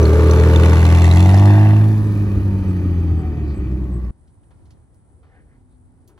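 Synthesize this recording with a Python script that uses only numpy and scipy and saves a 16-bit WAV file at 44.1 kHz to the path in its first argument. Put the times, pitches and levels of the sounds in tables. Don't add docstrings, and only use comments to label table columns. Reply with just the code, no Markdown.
import sys
import numpy as np
from scipy import signal
from scipy.fft import rfft, irfft, next_fast_len
from scipy.io import wavfile
from scipy.ndimage import uniform_filter1d

SR = 44100
rng = np.random.default_rng(int(sys.argv[2]) if len(sys.argv) > 2 else 0)


def store_wav(level_fs):
    pcm = np.round(np.clip(np.atleast_2d(level_fs), -1, 1) * 32767)
    wavfile.write(sys.argv[1], SR, pcm.T.astype(np.int16))


N = 272978
T = np.arange(N) / SR
STOP_S = 4.108

# t/s, f/Hz
FIRING_RATE = [(0.0, 77.09), (0.35, 79.47), (0.7, 81.54), (0.9, 83.96), (1.12, 85.86), (1.44, 100.37),
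               (1.6, 103.99), (1.89, 106.77), (2.1, 105.05), (2.33, 99.2), (2.49, 98.0), (2.66, 94.1),
               (3.43, 75.1), (3.66, 64.8), (3.8, 64.6), (4.1, 59.0)]
# t/s, distance/m
DISTANCE = [(0, 2.2), (.7, 2.41), (1.2, 4.1), (2, 7.7), (3, 9.96), (4.1, 13.3)]
# f/Hz, level/dB
HISS_SPECTRUM = [(2000, -23), (3400, 2.5), (4300, 3.5), (4800, -4.5), (5800, 0), (7500, 1.5), (8800, -1.5),
                 (10500, -6.5), (13000, -17.5), (15500, -16)]


def undb(db):
    return 10 ** (np.asarray(db) / 20)


def unit(x):
    return x / np.sqrt(np.mean(x ** 2))


def curves(table):
    s, *columns = np.transpose(table)
    return [np.interp(T, s, c) for c in columns]


def swell(s, half_s):
    return np.exp(-((T - s) / half_s) ** 2)


def noise():
    return rng.standard_normal(N)


def drift(rate_hz):
    k = int(SR / rate_hz)
    steps = np.repeat(rng.standard_normal(N // k + 1), k)
    return unit(uniform_filter1d(steps, k)[:N])


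def colour(x, spectrum):
    hz, db = np.transpose(spectrum)
    size = next_fast_len(N + SR // 4)
    f = np.maximum(np.fft.rfftfreq(size, 1 / SR), 1)
    gain = undb(np.interp(np.log(f), np.log(hz), db))
    return unit(irfft(rfft(x, size) * gain, size)[:N])


def band(x, hz, width):
    quality = hz / min(width, SR / 4)
    return signal.lfilter(*signal.iirpeak(min(hz, SR * .45), quality, fs=SR), x)


def ring(x, modes):
    return unit(sum(undb(db) * band(band(x, hz, 1.2 * width), hz, 1.2 * width)
                    for hz, width, db in modes))


def pulses(positions, sizes):
    whole, part = positions.astype(int), positions % 1
    train = np.bincount(whole, sizes * (1 - part), N + 1) + np.bincount(whole + 1, sizes * part, N + 1)
    return unit(train[:N])


def throttle():
    # t/s, opening/1
    pedal = [(0, 0.14), (.7, 0.62), (1.2, 0.84), (1.45, 0.89), (1.65, 0.73), (1.8, 0.48), (2.05, 0)]
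    return np.clip(curves(pedal)[0], 0, 1)


def coasting(start_s=1.9, rise_s=.32):
    return np.clip((T - start_s) / rise_s, 0, 1)


def settling(start_s=3.95, fall_db=-4):
    return undb(fall_db * np.clip((T - start_s) / (STOP_S - start_s), 0, 1))


def level(db, away_db=0, throttle_db=0, revs_db=0, aim_db=0, coast_db=0, idle_hz=80):
    metres, hz = curves(DISTANCE)[0], curves(FIRING_RATE)[0]
    on_axis = swell(1.21, .38)
    return undb(db + away_db * np.log2(metres / metres[0]) + throttle_db * throttle()
                + coast_db * coasting() + revs_db * np.log2(hz / idle_hz) + aim_db * on_axis)


def silencer(hz):
    # f/Hz, half width/Hz, gain/dB, extra gain at full throttle/dB
    resonances = [(142.3, 10, -12, 9.5), (182.9, 14, 3, 2), (243.7, 13, 0, -21), (318.7, 23, 0, 13),
                  (426, 28, 10.5, -4.5)]
    return undb(sum((db + extra_db * throttle()) * np.exp(-((hz - centre) / half) ** 2)
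                    for centre, half, db, extra_db in resonances))


def boom(cycles, hz, flutter_db=1.15, overtone_flutter_db=2):
    # t/s, level/dB
    firing_level = [(0, -10.5), (1.1, -8), (1.48, -7.5), (1.8, -9), (2.0, -14.5), (2.22, -17.5),
                    (2.6, -18.5), (3.15, -17.5), (3.5, -21.5), (4.1, -22.5)]
    # t/s, level change/dB, half length/s
    stumbles = [(2.406, -6.5, 0.026), (2.646, -24, 0.016), (2.827, -3, 0.043), (3.22, -18, 0.02),
                (3.352, -11.5, 0.0079), (3.568, -24.5, 0.018)]
    # multiple of the firing rate, level/dB
    bank_tones = [(.5, -26), (1.5, 3), (2.5, -6), (3.5, -11.5), (4, -16), (5.5, -17)]
    dips_db = sum(db * swell(s, half) for s, db, half in stumbles)
    first = undb(curves(firing_level)[0] + flutter_db * coasting() * drift(24.9) + dips_db)
    second = level(-27, away_db=-1.5, throttle_db=4.5, revs_db=7) * silencer(2 * hz)
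    second *= undb(overtone_flutter_db * coasting() * drift(20))
    third = level(-40.5, away_db=2, throttle_db=7) * silencer(3 * hz)
    third *= undb(overtone_flutter_db * coasting() * drift(27))
    angle = 2 * np.pi * cycles
    overtones = second * np.sin(2 * angle) + third * np.cos(3 * angle)
    firing = first * np.cos(angle) - settling() * overtones
    banks = sum(undb(db + .66 * drift(12)) * silencer(k * hz) * np.sin(k * angle)
                for k, db in bank_tones)
    return np.sqrt(2) * (firing + level(-23, away_db=-7, throttle_db=3, aim_db=1) * banks)


def tailpipes(starts, cylinder_db, force, flow):
    # f/Hz, nominal width/Hz, level/dB
    pipe_modes = [(326.1, 41.4, 3), (383.2, 46, 4.5), (421.6, 77, 2.5), (520, 43, 0.5), (607.6, 37, -4.5)]
    # f/Hz, nominal width/Hz, level/dB
    bark_modes = [(358.6, 24, 10.5), (589, 47, -4), (689, 160, 6), (809, 200, 2), (881, 32, -2.5)]
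    blows = pulses(starts, undb(cylinder_db + 2 * force))
    pipe = ring(blows + .6 * flow * noise(), pipe_modes)
    even_blows = pulses(starts, undb(.4 * cylinder_db + force))
    bark = ring(even_blows + .7 * noise(), bark_modes)
    return (level(-17, away_db=-12.5, throttle_db=-4, revs_db=2.5) * pipe
            + level(-42, away_db=-3, throttle_db=20, revs_db=5.5) * bark)


def gas_jet(flow, puff_share):
    # f/Hz, level/dB
    rasp_spectrum = [(500, -25), (740, -7.5), (900, 4), (1000, -1.5), (1140, 10), (1300, -3), (1500, 3.5),
                     (1900, -7), (2450, -10), (2850, -11.5), (3300, -21.5), (4200, -20), (7000, -51.5)]
    # f/Hz, nominal width/Hz, level/dB
    tip_modes = [(1150, 89, 0.5), (1874, 300, 4.5), (1958, 110, -1.5), (2390, 120, 3), (2680, 160, 7),
                 (3500, 160, -2), (4217, 130, -8), (5180, 150, -9.5), (5760, 190, -16.5)]
    rasp = colour(flow * noise(), rasp_spectrum)
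    tips = puff_share ** 2 * ring(flow * noise(), tip_modes)
    hiss = colour(flow * noise(), HISS_SPECTRUM)
    return (level(-30.5, away_db=-10.5, throttle_db=6.5, revs_db=-1.5, aim_db=-1) * rasp
            + level(-34.5, away_db=-5, throttle_db=7, revs_db=-1.5) * tips
            + level(-44, away_db=-12.5, throttle_db=7, aim_db=12) * hiss)


def burble(starts, burn):
    # f/Hz, level/dB
    spectrum = [(22, -47), (40, 5.5), (60, 6.5), (105, 8.5), (140, 1), (185, 3), (245, -8), (310, 5),
                (400, -6.5), (470, -29), (580, -16.5), (800, -54)]
    gain = level(-26, away_db=-2, throttle_db=-1, revs_db=2, coast_db=4)
    return gain * colour(pulses(starts, burn) + 2.2 * noise(), spectrum)


def rattle(puff, index, centre_hz=3450, octaves=1.152):
    pitches = centre_hz * 2 ** (octaves * rng.uniform(-1, 1, (index[-1] + 1, 3)))
    whistles = sum(np.sin(2 * np.pi * np.cumsum(hz[index]) / SR) for hz in pitches.T)
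    return level(-49, away_db=-9, throttle_db=5.5, aim_db=7.5) * unit(puff ** 1.1 * whistles)


def spits(rise_s=.0013, width_hz=88):
    # t/s, level/dB, ring f/Hz
    cracks = [(.029, -37, 5900), (.054, -34.5, 4300), (.309, -34, 4260), (.311, -29.5, 6040),
              (.560, -27.5, 3570), (.634, -34.5, 4200), (.694, -38.5, 2360), (.851, -29, 4140),
              (.923, -35.5, 2900), (1.112, -27, 3930), (1.257, -34.5, 4463), (1.342, -33.5, 5260),
              (1.383, -36.5, 5460)]
    out, spray = np.zeros(N), undb(-7) * colour(noise(), HISS_SPECTRUM)
    for s, db, hz in cracks:
        age = np.maximum(T - s, 0) / rise_s
        out += undb(db) * age * np.exp(1 - age) * (ring(noise(), [(hz, width_hz, 0)]) + spray)
    return out


def exhaust(cycles, bank_lag_cycles=.063):
    cylinders = [-1.5, -4, 2.5, -3, 1, -2, -2, 1.5]
    firing = np.arange(int(cycles[-1]) + 3)
    slip, force, gas, burn = rng.standard_normal((len(firing), 4)).T
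    cylinder_db = np.resize(cylinders, len(firing))
    due = firing - .12 + bank_lag_cycles * (firing % 2)
    scatter = .012 + .05 * np.interp(due, cycles, coasting())
    starts = np.interp(due + scatter * slip, cycles, np.arange(N))
    valve_cycles = np.interp(cycles, due, firing)
    index, age = valve_cycles.astype(int), valve_cycles % 1 / .091
    puff = unit(age ** 4 * np.exp(-age) * undb(cylinder_db + 2.4 * np.tanh(gas))[index])
    puff_share = np.clip(.34 + .9 * throttle(), 0, 1)
    flow = np.sqrt(puff_share * puff ** 2 + 1 - puff_share)
    pipes = tailpipes(starts, cylinder_db, force, flow)
    jet = gas_jet(flow, puff_share)
    return settling() * (pipes + burble(starts, burn)) + ground(jet + rattle(puff, index) + spits())


def engine_bay():
    # t/s, level/dB
    whirr_level = [(0, -53), (2, -50), (3, -49), (3.7, -52.5), (4.1, -72)]
    # f/Hz, nominal width/Hz, level/dB
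    bay_modes = [(1245, 120, 7), (1600, 410, -5), (1920, 270, 3), (2370, 360, 3.5), (2900, 250, -14),
                 (4560, 240, -11), (6175, 100, -12.5)]
    return undb(curves(whirr_level)[0]) * ring(noise() * undb(1.5 * drift(120)), bay_modes)


def tyres():
    # t/s, level/dB
    rolling_level = [(0, -45), (1.5, -45.5), (2.3, -55), (3, -60), (3.6, -85), (4.1, -85)]
    # f/Hz, level/dB
    spectrum = [(1000, 2.5), (4000, 5), (7000, 0), (10000, 2.5), (15500, -2)]
    return undb(curves(rolling_level)[0]) * colour(noise() * undb(2.5 * drift(390)), spectrum)


def intake(cycles, wobble_hz=130):
    # t/s, f/Hz, level/dB
    resonance = [(.7, 2250, -45), (1.0, 2088, -37), (1.35, 1903, -42), (1.55, 1723, -34),
                 (1.75, 1725, -44.5), (2.0, 1760, -50), (4.1, 1872, -64.5)]
    hz, db = curves(resonance)
    wobble = signal.sosfilt(signal.butter(2, wobble_hz, fs=SR, output="sos"), noise() + 1j * noise())
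    rush = unit(np.real(wobble * np.exp(2j * np.pi * np.cumsum(hz) / SR)))
    return undb(db) * rush * (1 + .5 * np.sin(2 * np.pi * cycles))


def ground(x, pipe_height_m=.76, phone_height_m=1.445, stereo_spread=.024):
    metres = curves(DISTANCE)[0]
    strength = .45 * np.minimum(metres[0] / metres, 1) ** .8
    direct_m = np.hypot(metres, phone_height_m - pipe_height_m)
    reflected_m = np.hypot(metres, phone_height_m + pipe_height_m)
    lag_s = (reflected_m - direct_m) / 343
    reflection = np.array([np.interp(T - lag_s * (1 + side * stereo_spread), T, x) for side in (-1, 1)])
    return (x + strength * reflection) / np.hypot(1, strength)


def house(x, t60_s=.12, low_cut_hz=350):
    t = T[:SR // 2]
    tails = rng.standard_normal((2, len(t))) * undb(-60 * t / t60_s) * (t > .008)
    tails /= np.sqrt(np.sum(tails ** 2, axis=1, keepdims=True))
    bright = signal.sosfilt(signal.butter(1, low_cut_hz, "high", fs=SR, output="sos"), x)
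    wet_db = np.interp(T, [1.2, 2.4], [-14.5, -10])
    return undb(wet_db) * signal.fftconvolve(bright, tails, axes=1)[:, :N]


def draught():
    spectrum = [(20, -42.5), (45, -9.5), (80, -4), (170, -16.5), (400, -23), (1500, -58)]
    gusts = np.array([colour(noise(), spectrum) for _ in range(2)])
    return undb(np.interp(T, [1.7, 2.4], [-33, -40])) * gusts


def pops():
    # t/s, level/dB, f/Hz
    charges = [(1.077, -15, 690), (1.257, -11.5, 730), (1.341, -11, 730), (1.423, -18.5, 780),
               (1.502, -10.5, 850), (1.58, -17, 785), (1.657, -19, 770), (1.733, -21, 719),
               (2.358, -13, 65.7), (2.375, -22, 273), (2.856, -16.5, 265), (3.117, -15.5, 109),
               (3.568, -31, 300)]
    out = np.zeros(N)
    for s, db, hz in charges:
        periods = np.maximum(T - s, 0) * hz
        out += undb(db) * periods * np.exp(1 - periods) * np.sin(2 * np.pi * periods)
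    return out


def gear_whine(cycles, teeth_per_firing=9.42):
    # t/s, level/dB
    whine_level = [(1.5, -87), (2.03, -44), (2.3, -62), (2.52, -48), (2.65, -47), (2.76, -56),
                   (2.95, -56.5), (3.25, -41.5), (3.45, -50), (3.7, -75)]
    mesh = np.sin(2 * np.pi * teeth_per_firing * cycles + .6 * drift(70))
    return undb(curves(whine_level)[0] + 2 * drift(25)) * mesh


def brakes():
    return undb(-55) * np.interp(T, [3.7, 3.95], [0, 1]) * ring(noise(), [(1105, 91, 0)])


def car():
    hz = curves(FIRING_RATE)[0]
    cycles = np.cumsum(hz * (1 + .0015 * drift(30))) / SR
    running_gear = gear_whine(cycles) + ground(engine_bay() + tyres()) + brakes()
    return running_gear + boom(cycles, hz) + exhaust(cycles) + intake(cycles) + pops()


def garden():
    # f/Hz, level/dB
    spectrum = [(20, -17), (45, 1.5), (85, 4), (140, -4), (200, -10), (300, -10.5), (420, -20),
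                (620, -24.5), (850, -23.5), (1200, -31.5), (1900, -35.5), (2800, -45), (6000, -48.5),
                (15000, -62.5)]
    common, *sides = [colour(noise(), spectrum) * undb(1.4 * drift(13)) for _ in range(3)]
    rumble = undb(-53.5 + 3.5 * swell(4.64, .22)) * (common + .87 * np.array(sides))
    hum = undb(-60.5) * np.exp(-((T - 5.82) / .26) ** 4) * ring(noise(), [(250.8, 6.3, 0)])
    return rumble + hum


def insects():
    # t/s, level/dB
    chirps = [(2.06, -60), (2.70, -60), (3.191, -60), (3.573, -58), (3.95, -57)]
    shrill = undb(-69.5 + 1.5 * drift(16)) * ring(noise(), [(8560, 770, 0)])
    envelope = sum(undb(db) * np.exp(-((T - s) / .032) ** 4) for s, db in chirps)
    return shrill + envelope * ring(noise(), [(7940, 180, 0)])


def rustles():
    # t/s, level/dB, f/Hz, half length/s
    events = [(3.506, -59, 4400, 0.048), (5.306, -65, 466, 0.24), (5.338, -63, 750, 0.056),
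              (5.364, -61, 1780, .06), (5.526, -68.5, 1770, 0.054), (5.729, -82.5, 3840, 0.032),
              (6.119, -71, 1498, 0.029), (6.142, -58.5, 338, 0.1)]
    return sum(undb(db) * ring(noise(), [(hz, .28 * hz, 0)]) * swell(s, half)
               for s, db, hz, half in events)


def ticks():
    # t/s, level/dB, f/Hz, decay time/s
    events = [(4.276, -68, 3450, 0.014), (4.433, -66, 1300, 0.014), (4.507, -56, 587, 0.027),
              (4.511, -70, 2404, 0.023), (4.655, -67, 4130, 0.019), (4.706, -59.5, 4200, 0.017),
              (4.706, -66, 1900, 0.016), (4.944, -69, 7060, 0.009), (5.229, -61, 910, 0.087),
              (6.076, -55.5, 8070, 0.017), (6.091, -59, 700, .04), (6.178, -54, 890, 0.03)]
    return sum(undb(db) * ring(noise(), [(hz, 1.3 * hz, 0)]) * (T > s) * np.exp(-np.abs(T - s) / decay)
               for s, db, hz, decay in events)


def scene(fade_s=.00285):
    direct = car()
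    running = np.clip((STOP_S - T) / fade_s + .5, 0, 1)
    return (direct + house(direct) + draught()) * running + garden() + insects() + ticks() + rustles()


def record(dry, ceiling=.94, top_hz=15800):
    # f/Hz, lead of the left/rad
    port_phase = [(20, 0), (750, .1), (1350, .8), (1850, 1.9), (2300, 1.7), (2750, 2.3), (3300, -1.2),
                  (4300, -.3), (4900, -1.3), (6100, -.9), (7300, -1.8), (8500, -3.14), (9600, -4.5),
                  (10500, -6.2), (11600, -6.3), (12400, -8.3), (13400, -9.42), (14400, -10.4),
                  (15300, -12.5)]
    # f/Hz, left minus right level/dB
    port_balance = [(60, 1), (110, -0.5), (200, 0.5), (380, -0.5), (700, 0), (1290, 2), (2380, -1),
                    (4400, -5), (8120, 0), (15000, -0.5)]
    size = next_fast_len(N + SR // 4)
    hz = np.fft.rfftfreq(size, 1 / SR)
    lead, tilt_db = (np.interp(hz, *np.transpose(table)) for table in (port_phase, port_balance))
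    side = np.array([[.5], [-.5]])
    response = np.exp(1j * side * lead) * undb(side * tilt_db)
    heard = irfft(rfft(dry, size) * response, size)[:, :N]
    rounded = heard / (1 + (heard / ceiling) ** 12) ** (1 / 12)
    return signal.sosfilt(signal.ellip(10, .2, 80, top_hz, fs=SR, output="sos"), rounded)


dry = scene()
out = record(dry)
store_wav(out)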